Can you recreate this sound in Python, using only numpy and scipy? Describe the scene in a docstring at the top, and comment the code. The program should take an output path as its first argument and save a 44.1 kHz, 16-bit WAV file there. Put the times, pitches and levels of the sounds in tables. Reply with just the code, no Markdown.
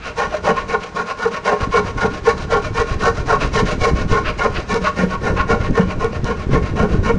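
"""Quick back-and-forth sawing: a small handsaw cuts a softwood board held by hand on a concrete patio.
The arm makes about four strokes each way per second. Tooth snaps and cracking fibres ring the board and blade
through resonances; shaped noise makes the hiss, and now and then the teeth bite in hard.
Around it are splinters, short reflections, a low boom from the board, jolts and air buffeting the microphone."""
import sys
import numpy as np
from scipy import signal
from scipy.fft import rfft, irfft
from scipy.io import wavfile

SR = 44100
rng = np.random.default_rng(int(sys.argv[2]) if len(sys.argv) > 2 else 0)


def file_out(sig):
    """Save sig as 16-bit WAV at sys.argv[1]."""
    # one column per channel
    cols = np.atleast_2d(sig).T
    # limit, then scale
    lim = np.clip(cols, -1, 1)
    pcm = np.round(lim * 32767).astype(np.int16)
    wavfile.write(sys.argv[1], SR, pcm)


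N = 316638
TIME = np.arange(N) / SR

# Swings of the arm, a return and then the cut.
# Each row: time the teeth catch in seconds, length of the cut in seconds, cut effort in dB, return effort in dB.
STROKES = [(0.166, .098, 1.5, -4), (0.438, 0.087, 2.5, -4), (0.676, 0.09, -3, 4), (0.940, 0.087, -3.5, -6),
           (1.181, 0.099, -1.5, 2.5), (1.443, 0.11, 2, -0.5), (1.709, 0.096, 2, 3.5), (1.965, 0.11, -1, -3),
           (2.249, 0.086, 1, -4), (2.502, 0.088, 1, -4), (2.742, 0.085, 2.5, 0), (3.001, 0.11, 2, 0.5),
           (3.263, .103, -0.5, -2), (3.528, 0.091, 5, 2.5), (3.799, 0.11, 3.5, 3), (4.085, .120, 3, 2),
           (4.375, 0.11, -1, 2), (4.683, 0.1, 0, -4), (4.956, .096, 1, 1), (5.218, 0.1, 1, -3.5),
           (5.480, .082, 2, 0.5), (5.738, .105, -1.5, 1), (5.987, 0.087, -1.5, -1), (6.242, 0.09, -2.5, -4),
           (6.507, 0.077, -1.5, -6), (6.757, 0.097, -0.5, -2), (7.033, 0.096, -0.5, -3.5)]
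TURN_S, REST_S = .029, .046   # pause after a cut; pause before the next cut
# Push at effort 0. One row: board in dB, blade in dB, scrape in dB, hiss in dB.
CUT_PUSH = (-21.5, -20, -28, -35.5)
RETURN_PUSH = (-29, -27, -30.5, -40)
# How much effort changes each push. One row: board, blade, scrape, hiss, all in dB per dB of effort.
PUSH_PER_EFFORT = (0.97, 1.35, 0.89, 0.66)
LOAD_BUILD_DB = 1.5   # rise of the load on board and blade along a cut
TOOTH_HZ = 700   # teeth per second at full speed, before random wander

# How freely the blade rings, as the hand leans on it. Each row: time in seconds, level change in dB.
BLADE_LEVEL = [(0, 1.5), (.5, -0.5), (1.0, 1.5), (1.5, 0.5), (2.0, 3), (2.4, -3), (3.2, 1.5), (3.6, -4),
               (4.0, -2.5), (4.7, -2.5), (5.2, -2.5), (5.8, -0.5), (7.1, 1)]
# How the hiss changes over the job. Each row: time in seconds, level change in dB.
HISS_LEVEL = [(0, -0.5), (1.1, -1.5), (2.3, 0), (3.6, 2.5), (4.25, -2), (4.8, 0.5), (5.5, -3.5),
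              (6.5, -4.5), (7.15, -1)]

# The teeth dig into the wood.
# Each row: centre in seconds, bell width (centre to shoulder) in seconds, relative strength in dB, crunch 0 to 1.
BITES = [(0.491, 0.016, -10, 0.67), (0.743, 0.0099, -11.5, .5), (1.26, 0.0046, -8, 0.21),
         (1.526, 0.0065, -7, 1), (1.749, 0.009, -12, 0.46), (1.785, 0.0088, -11.5, .9),
         (2.051, 0.0095, -9.5, 0.43), (2.278, 0.012, -6.5, .09), (2.549, 0.029, -12, 0.24),
         (2.806, 0.0089, -11.5, 0.61), (3.079, 0.01, -10, .6), (3.324, 0.024, -13.5, .6),
         (3.557, 0.0051, -10, 0.16), (3.87, 0.015, -16.5, .5), (4.172, 0.015, -18, 0.9),
         (4.457, 0.0088, -10, 1), (4.754, 0.0078, -9, 0.14), (5.52, 0.028, -15, .5),
         (5.783, 0.011, -8.5, 0.3), (6.038, .016, -14, 0.34), (6.309, 0.017, -18.5, .5),
         (6.561, .016, -13, 0.15), (6.826, 0.031, -17, 0.45), (7.102, 0.0077, -8.5, 0.23)]
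BITE_BLADE_DB = -10.5   # how much of a bite reaches the blade
# Short swells. Each row in these four: centre in seconds, bell width in seconds, relative strength in dB.
# The blade binds in the kerf (the slot it cuts) and rings.
BINDS = [(0.578, 0.012, -21.5), (0.745, 0.0062, -14.5), (0.987, 0.02, -25), (2.549, 0.019, -19),
         (3.324, 0.021, -16), (4.165, 0.016, -17.5), (4.412, 0.0083, -19), (4.456, 0.006, -14),
         (4.867, 0.013, -14.5), (5.135, .022, -24.5), (5.398, .018, -16.5)]
# Fibres split off during a cut with a bright rasp.
RASPS = [(0.232, .016, -27.5), (0.712, .01, -25), (1.75, .015, -26), (2.778, .011, -24), (3.565, .025, -23),
         (4.43, .02, -35), (4.995, 0.02, -29), (5.27, .02, -33), (7.085, 0.027, -26.5)]
# The backs of the teeth skid harshly on a return.
SKIDS = [(0.06, 0.036, -29.5), (0.577, .012, -29), (3.425, .016, -21.5), (4.28, 0.02, -19.5),
         (4.568, 0.011, -18.5), (4.868, 0.015, -21), (5.403, 0.012, -21.5)]
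# The blade judders on a return.
JUDDERS = [(0.338, .012, -21)]

# Ringing tones of the wood. Each row: pitch in Hz, width in Hz, relative level in dB.
BOARD_MODES = [(418.4, 16.1, -0.5), (464, 14.5, 2.5), (542.4, 34, -12), (595.7, 16, -5), (729, 24.7, -9.5),
               (796, 18.3, -7.5)]
# Ringing tones of the blade, with the same columns: pitch in Hz, width in Hz, relative level in dB.
BLADE_MODES = [(945.7, 18.4, -3.5), (964, 33, -17), (1075, 39, 2.5), (1112.5, 29.5, -1.5),
               (1198, 133, -20.5), (1353.5, 53, -6.5), (1401.4, 109, -4), (1471, 66, -2), (1504, 63, -9.5)]
# Upper tones rung by the scraping teeth: pitch in Hz, width in Hz, relative level in dB.
SCRAPE_MODES = [(1644, 95, -5.5), (1777.5, 72, 2.5), (1815, 55, 6), (1912, 43, -4), (2137, 100, -3),
                (2246, 38, 2.5), (2407, 53, -3), (2703, 82, -6.5), (2935, 144, -8.5)]
# High tones of the steel: pitch in Hz, width in Hz, relative level in dB.
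STEEL_MODES = [(3250, 220, -12), (3850, 150, -5.5), (4078, 39, 1.5), (4690, 180, -8), (5910, 170, -7.5),
               (9100, 310, -35), (11000, 400, -42)]

# Tone colour of the hiss, and of splinters. Each row: pitch in Hz, relative level in dB per Hz.
HISS_COLOUR = [(2500, -13.5), (3200, -2), (4300, -3), (5300, -1), (6200, -4), (6900, -5.5), (7600, -16.5),
               (9000, -15), (10000, -30), (11200, -30), (12000, -69)]
# Tone colour of the tooth backs skating: pitch in Hz, relative level in dB per Hz.
SKATE_COLOUR = [(700, -19), (1300, 4.5), (1900, -4), (2700, 0), (3500, -13), (4800, -13), (7000, -44)]
# Tone colour of the board's boom: pitch in Hz, relative level in dB per Hz.
BOOM_COLOUR = [(110, -13.5), (160, -0.5), (210, 7), (260, -9.5), (350, -8), (520, -1.5), (900, -33)]
# Tone colour of microphone jolts: pitch in Hz, relative level in dB per Hz.
JOLT_COLOUR = [(40, -13.5), (90, 2.5), (160, -6), (300, -6), (700, -33)]
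# Tone colour of air buffeting the microphone: pitch in Hz, relative level in dB per Hz.
BUFFET_COLOUR = [(18, 3), (28, -1.5), (55, -0.5), (90, -3), (130, -5.5), (200, -11.5), (400, -16),
                 (900, -40.5)]
# Tone colour of the quiet outdoor air: pitch in Hz, relative level in dB per Hz.
AIR_COLOUR = [(100, -13.5), (500, -9), (1500, -13), (3000, -25), (6500, -31), (9000, -43.5), (12000, -67)]

# Splinters snap off. Each row: start in seconds, relative level in dB.
SPLINTERS = [(4.7419, -10), (5.709, -25.5), (6.0446, -19), (6.244, -18)]
# The microphone is jolted. Each row: start in seconds, relative level in dB.
JOLTS = [(1.611, -16.5), (1.671, -14.5), (2.109, -11.5), (3.019, -3.5), (3.425, -3), (3.629, -10.5),
         (4.119, -15), (5.699, -14), (6.559, -7), (6.93, -17)]
# How loudly the board booms on its support. Each row: time in seconds, level in dB.
ROCKING = [(0.2, -33), (0.5, -17.5), (0.76, -28.5), (1.6, -26.5), (2.6, -29.5), (3.1, -26), (3.85, -29),
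           (4.45, -25.5), (5.0, -15.5), (5.5, -18), (6.3, -25), (6.85, -13), (7.15, -18)]
# The boom's peak as a share of the cut's length, then its rise and fall in dB per second.
BOOM_PEAK, BOOM_RISE_DB_PER_S, BOOM_FALL_DB_PER_S = 0.62, 212.5, 131.5
# The breeze on the microphone. Each row: time in seconds, level in dB.
BREEZE = [(0, -32.5), (.65, -32), (.85, -40.5), (1.5, -37), (1.7, -29.5), (2.3, -26.5), (2.9, -23.5),
          (3.2, -23), (3.9, -20.5), (4.35, -23.5), (4.9, -30.5), (5.3, -21.5), (6.35, -25), (6.9, -16.5),
          (7.18, -18)]
# Gusts on the microphone. Each row: centre in seconds, bell width in seconds, level in dB.
GUSTS = [(1.62, 0.014, -16), (1.7, 0.011, -23.5), (1.95, 0.027, -23), (3.19, .016, -20), (3.64, 0.025, -15),
         (3.82, .012, -16.5), (3.93, 0.02, -13), (4.12, 0.019, -13.5), (4.57, 0.028, -18.5),
         (5.71, 0.021, -13), (6.24, 0.016, -19), (6.55, .028, -9), (6.73, 0.015, -19), (6.95, .028, -11)]

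CUTOFF_HZ = 11900   # top of the finished sound


def saw():
    """Teeth and fibres shake the board and the blade, and hiss in the kerf."""
    speed, returning, force = arm()
    board, blade, scrape, hiss = force * from_db(2.48 * drift(40))   # hard and soft grain
    board_bite, blade_bite = digging()
    snaps, tearing = teeth(speed), fibres()
    rub = 0.56 * snaps + 0.79 * tearing
    blade_bite = blade_bite + swells(BINDS) * rub
    body = ringing_body(board, blade, board_bite, blade_bite, rub, tearing, returning)
    # the whole plank flexes
    plank_force = board * rub + board_bite
    bending = from_db(-20) * resonate(plank_force, [(183.3, 8.2, -6.5), (213.0, 16.0, -1.5)])
    rasp = scraping(scrape, blade_bite, rub, returning)
    skate = skating(scrape, returning)
    return body + bending + rasp + skate + hissing(hiss, snaps, tearing)


def arm(catch_s=0.0071, release_s=0.0094):
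    """Arm swings give blade speed 0 to 1, contact on returns, and the force on board, blade, scrape and hiss."""
    speed, returning, force = np.zeros(N), np.zeros(N), np.zeros((4, N))
    # share of each force that needs no speed: the hiss starts first
    rest = np.array([[.35], [.35], [.5], [.55]])
    for catch, release, cutting, levels in passes():
        near = slice(max(int((catch - .05) * SR), 0), int((release + .08) * SR))
        t = TIME[near]
        travel = np.clip((t - catch) / (release - catch), 0, 1)
        swing = np.sin(np.pi * travel ** .9)
        # the teeth catch abruptly and let go more gently
        grip = 1 / (1 + np.exp((catch - t) / catch_s))
        contact = grip / (1 + np.exp((t - release) / release_s))
        push = from_db(levels)[:, None] * contact * (rest + (1 - rest) * swing)
        # sawdust fills the teeth, so the load builds along a cut
        push[:2] *= from_db(LOAD_BUILD_DB * cutting * (travel - .5))
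        speed[near] += swing
        returning[near] += contact * (1 - cutting)
        force[:, near] += push
    force[1] *= from_db(in_time(BLADE_LEVEL))
    force[3] *= from_db(in_time(HISS_LEVEL))
    return speed, returning, force


def passes():
    """Split each swing into a return and a cut: catch s, release s, cutting 0 or 1, dB of the four forces."""
    rows, last_release = [], 0
    for catch, length, cut_db, return_db in STROKES:
        release = catch + length
        return_levels = np.add(RETURN_PUSH, np.multiply(PUSH_PER_EFFORT, return_db))
        cut_levels = np.add(CUT_PUSH, np.multiply(PUSH_PER_EFFORT, cut_db))
        rows.append((last_release + TURN_S, catch - REST_S, 0, return_levels))
        rows.append((catch, release, 1, cut_levels))
        last_release = release
    return rows


def teeth(speed, jitter=.1, uneven_db=2.0, slowest=.3):
    """One snap per tooth, so the rasp rises and falls in pitch with the blade's speed."""
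    rate = TOOTH_HZ * (slowest + (1 - slowest) * speed)
    rate = rate * np.exp(jitter * drift(90) + .08 * drift(3))
    passing = tooth_ticks(rate)
    snaps = passing * from_db(uneven_db * rng.standard_normal(N)) / np.sqrt(rate)
    return rms_one(snaps - np.mean(snaps))


def tooth_ticks(rate):
    """A single-sample tick each time another tooth passes, at a rate in teeth per second."""
    return np.diff(np.floor(np.cumsum(rate) / SR), prepend=0)


def fibres(per_s=14000, size_db=2.5, clump_db=0.73):
    """Small random cracks of tearing fibres, in clumps."""
    cracks = (rng.random(N) < per_s / SR) * rng.choice([-1, 1], N)
    sizes = from_db(size_db * np.minimum(rng.exponential(1, N), 4))
    return rms_one(cracks * sizes * from_db(clump_db * drift(110)))


def digging(tooth_hz=465, braking_s=.06, jitter=.07, uneven_db=5.0, ring_up_s=.005):
    """Smooth bites snap steadily near the board's main resonance; crunchy ones tear fibres and slow in pitch."""
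    board, blade = np.zeros(N), np.zeros(N)
    wander, tearing = drift(120), fibres()
    heights = from_db(uneven_db * rng.standard_normal(N))
    for s, half, db, crunch in BITES:
        near = slice(max(int((s - .07) * SR), 0), int((s + .07) * SR))
        t = TIME[near] - s + ring_up_s   # the force peaks just before the ring does
        # the wood brakes the blade, most of all in a crunchy bite
        rate = tooth_hz * np.exp((.25 + crunch) * (jitter * wander[near] - t / braking_s))
        snaps = tooth_ticks(rate) * heights[near]
        snaps = rms_one(snaps - snaps.mean())
        torn = 0.94 * crunch
        bump = np.exp(-(t / half) ** 2 / 2)
        mixture = np.sqrt(1 - torn) * snaps + np.sqrt(torn) * tearing[near]
        board[near] += from_db(db - 2.5) * bump * mixture
        blade[near] += from_db(db + BITE_BLADE_DB) * bump * (0.71 * snaps + 0.62 * tearing[near])
    return board, blade


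def ringing_body(board, blade, board_bite, blade_bite, rub, tearing, returning):
    """Rubbing and bites ring the wood and the flexing blade at their own resonances."""
    wood_force = board * rub * (1 - 0.21 * returning) + board_bite
    wood = from_db(0.58) * driven(wood_force, BOARD_MODES, vary_db=1.5)
    # the blade judders as it skates back
    judder_force = (board * returning + swells(JUDDERS)) * tearing
    wood += from_db(-1.5) * resonate(judder_force, [(613.7, 40, 0)])
    plate = from_db(-0.36) * flex(driven(blade * rub + blade_bite, BLADE_MODES, vary_db=1.5))
    body = filtered(wood + plate, 4, 2100, "low")
    return filtered(body, 2, 260, "high")


def scraping(scrape, blade_bite, rub, returning):
    """Cutting teeth ring the upper modes, less strongly on the way back."""
    scrape_force = np.hypot(scrape, swells(RASPS)) * rub * (1 - 0.41 * returning)
    force = scrape_force + from_db(-23.5) * blade_bite
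    rasp = from_db(1.94) * flex(resonate(force, SCRAPE_MODES, vary_db=2.5))
    return filtered(rasp, 3, [1300, 3700], "band")


def skating(scrape, returning):
    """On the way back the backs of the teeth skate with a broader rasp."""
    level = np.hypot(scrape * returning, swells(SKIDS))
    return from_db(-3.0) * colour(level * fibres(), SKATE_COLOUR)


def hissing(hiss, snaps, tearing):
    """Friction in the kerf makes noisy hiss and rings the high tones of the steel."""
    friction = hiss * (0.36 * snaps + 0.75 * tearing + .5 * rng.standard_normal(N))
    steel = filtered(resonate(hiss * fibres(), STEEL_MODES), 4, 8000, "low")
    return from_db(-1.0) * colour(friction, HISS_COLOUR) + from_db(-3.5) * steel


def flex(x, depth_s=0.0002):
    """The blade bends as it travels, which pulls its resonances slightly sharp and flat."""
    return np.interp(TIME + depth_s * drift(3.34), TIME, x)


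def splinters():
    """Splinters snap off as very short puffs of bright noise."""
    return from_db(-7.5) * bursts(SPLINTERS, HISS_COLOUR, decay_s=0.0012)


def yard(x, t60=0.53):
    """Short scattered reflections off the concrete and the things around."""
    t = TIME[:SR // 3]
    # random echoes fading at 60 dB per t60 seconds, after a short gap
    response = rng.standard_normal(len(t)) * from_db(-60 * t / t60) * (t > .005)
    return signal.fftconvolve(x, response / np.linalg.norm(response))[:N]


def board_boom():
    """Clumped knocks excite the low boom of the board on its support."""
    knocks = rocking() * fibres(per_s=1400, size_db=3.0, clump_db=4.5)
    thud = from_db(-2) * colour(knocks, BOOM_COLOUR)
    return thud + from_db(-5.5) * resonate(knocks, [(185.3, 5.0, -2.5)])


def rocking():
    """Each cut loads the board on its support: the boom builds under it, then dies away."""
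    level = np.zeros(N)
    for catch, length, _, _ in STROKES:
        t = TIME - catch - BOOM_PEAK * length
        shape_db = np.minimum(BOOM_RISE_DB_PER_S * t, -BOOM_FALL_DB_PER_S * t)
        level = np.maximum(level, from_db(shape_db))
    return level * from_db(in_time(ROCKING))


def jolts():
    """Jolts of the microphone are quickly fading low noise."""
    return from_db(-6.0) * bursts(JOLTS, JOLT_COLOUR, decay_s=0.013)


def buffeting():
    """Lumpy low noise is moving air on the microphone, swelling in the gusts."""
    buffet = colour(rng.standard_normal(N), BUFFET_COLOUR) * rms_one(from_db(3.7 * drift(42)))
    return np.hypot(from_db(in_time(BREEZE)), swells(GUSTS)) * buffet


def outdoor_air():
    """Quiet outdoor air is steady coloured noise."""
    return from_db(-40.5) * colour(rng.standard_normal(N), AIR_COLOUR)


def driven(force, modes, vary_db, window_s=0.071, ring_s=0.0072):
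    """Resonances that give back the power put into them, so the loudness follows the arm's push."""
    ring = resonate(force, modes, vary_db)
    keep = np.exp(-1 / (ring_s * SR))
    fed = signal.lfilter([1 - keep], [1, -keep], force ** 2)
    window = np.hanning(int(2 * window_s * SR))
    # the tiny offset avoids dividing by zero in silence
    put_in = np.abs(signal.fftconvolve(fed, window, "same")) + 1e-6
    given_out = np.abs(signal.fftconvolve(ring ** 2, window, "same")) + 1e-6
    return ring * np.sqrt(put_in / given_out)


def resonate(force, modes, vary_db=0):
    """Side-by-side resonances; as the contact moves, each can take a changing share of the force."""
    out, power = 0, 0
    for k, (hz, width, db) in enumerate(modes):
        r = np.exp(-np.pi * width / SR)   # a narrower resonance rings longer
        top = (1 - r * r) / 2
        share = rms_one(from_db(vary_db * drift(3.6))) if vary_db else 1
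        feedback = [1, -2 * r * np.cos(2 * np.pi * hz / SR), r * r]
        ring = signal.lfilter([top, 0, -top], feedback, force * share)
        out = out + (-1) ** k * from_db(db) * ring   # neighbours have opposite signs
        power += top * from_db(db) ** 2
    return out / np.sqrt(power)


def colour(x, spectrum, size=4096):
    """Give a sound a tone colour without echo ahead of it; white noise keeps its power."""
    hz, db = np.transpose(spectrum)
    grid = np.log(np.maximum(np.arange(size // 2 + 1) * SR / size, 1))
    # the level falls away beyond both ends of the table
    beyond = np.maximum(grid - np.log(hz[-1]), 0) + np.maximum(np.log(hz[0]) - grid, 0)
    level_db = np.interp(grid, np.log(hz), db) - 20 * beyond
    # folding the cepstrum (spectrum of the log level) puts the filter's energy as early as possible
    cepstrum = irfft(np.log(from_db(level_db)))
    cepstrum[1:size // 2] *= 2
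    cepstrum[size // 2 + 1:] = 0
    response = irfft(np.exp(rfft(cepstrum)))
    return signal.fftconvolve(x, response / np.linalg.norm(response))[:N]


def filtered(x, order, hz, kind):
    """Keep the low, high or band part of a sound with a smooth filter."""
    return signal.sosfilt(signal.butter(order, hz, kind, fs=SR, output="sos"), x)


def bursts(events, spectrum, decay_s):
    """A quickly dying puff of coloured noise for each event."""
    level = np.zeros(N)
    for s, db in events:
        start = int(s * SR)
        level[start:] += from_db(db) * np.exp(-TIME[:N - start] / decay_s)
    return colour(level * rng.standard_normal(N), spectrum)


def swells(events):
    """Add up a bell-shaped swell for each centre, width and dB level."""
    total = np.zeros(N)
    for s, half, db in events:
        total += from_db(db) * np.exp(-np.minimum(((TIME - s) / half) ** 2 / 2, 20))
    return total


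def in_time(curve):
    """Join a curve's time and value points with straight lines, giving a value at every sample."""
    return np.interp(TIME, *np.transpose(curve))


def drift(rate):
    """Smooth random wander with overall size 1, changing about rate times a second."""
    r = np.exp(-40 * np.pi * rate / SR)   # one step is 20 samples
    noise = rng.standard_normal(N // 20 + 4002)
    slow = signal.lfilter([1], [1, -2 * r, r * r], noise)[4000:]   # skip the start-up
    return np.interp(np.arange(N) / 20, np.arange(len(slow)), rms_one(slow))


def rms_one(x):
    """Scale to an rms (average strength) of 1."""
    return x / np.sqrt(np.mean(x ** 2) + 1e-20)


def from_db(db):
    """Turn decibels into a multiplier."""
    return 10 ** (np.asarray(db) / 20)


def scene():
    """Mix the saw and splinters, their reflections, the boom, jolts, buffeting and quiet air."""
    cut = saw() + splinters()
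    reflections = from_db(-12.5) * yard(cut)
    mix = cut + reflections + board_boom() + jolts() + buffeting() + outdoor_air()
    return mix[None]   # one channel


def record(dry):
    """Round the peaks softly, then cut the top of the treble."""
    top = .85   # ceiling of the rounded peaks
    rounded = dry / (1 + (dry / top) ** 4) ** (1 / 4)
    return signal.sosfilt(signal.ellip(10, .1, 80, CUTOFF_HZ, fs=SR, output="sos"), rounded)


dry = scene()
out = record(dry)
file_out(out)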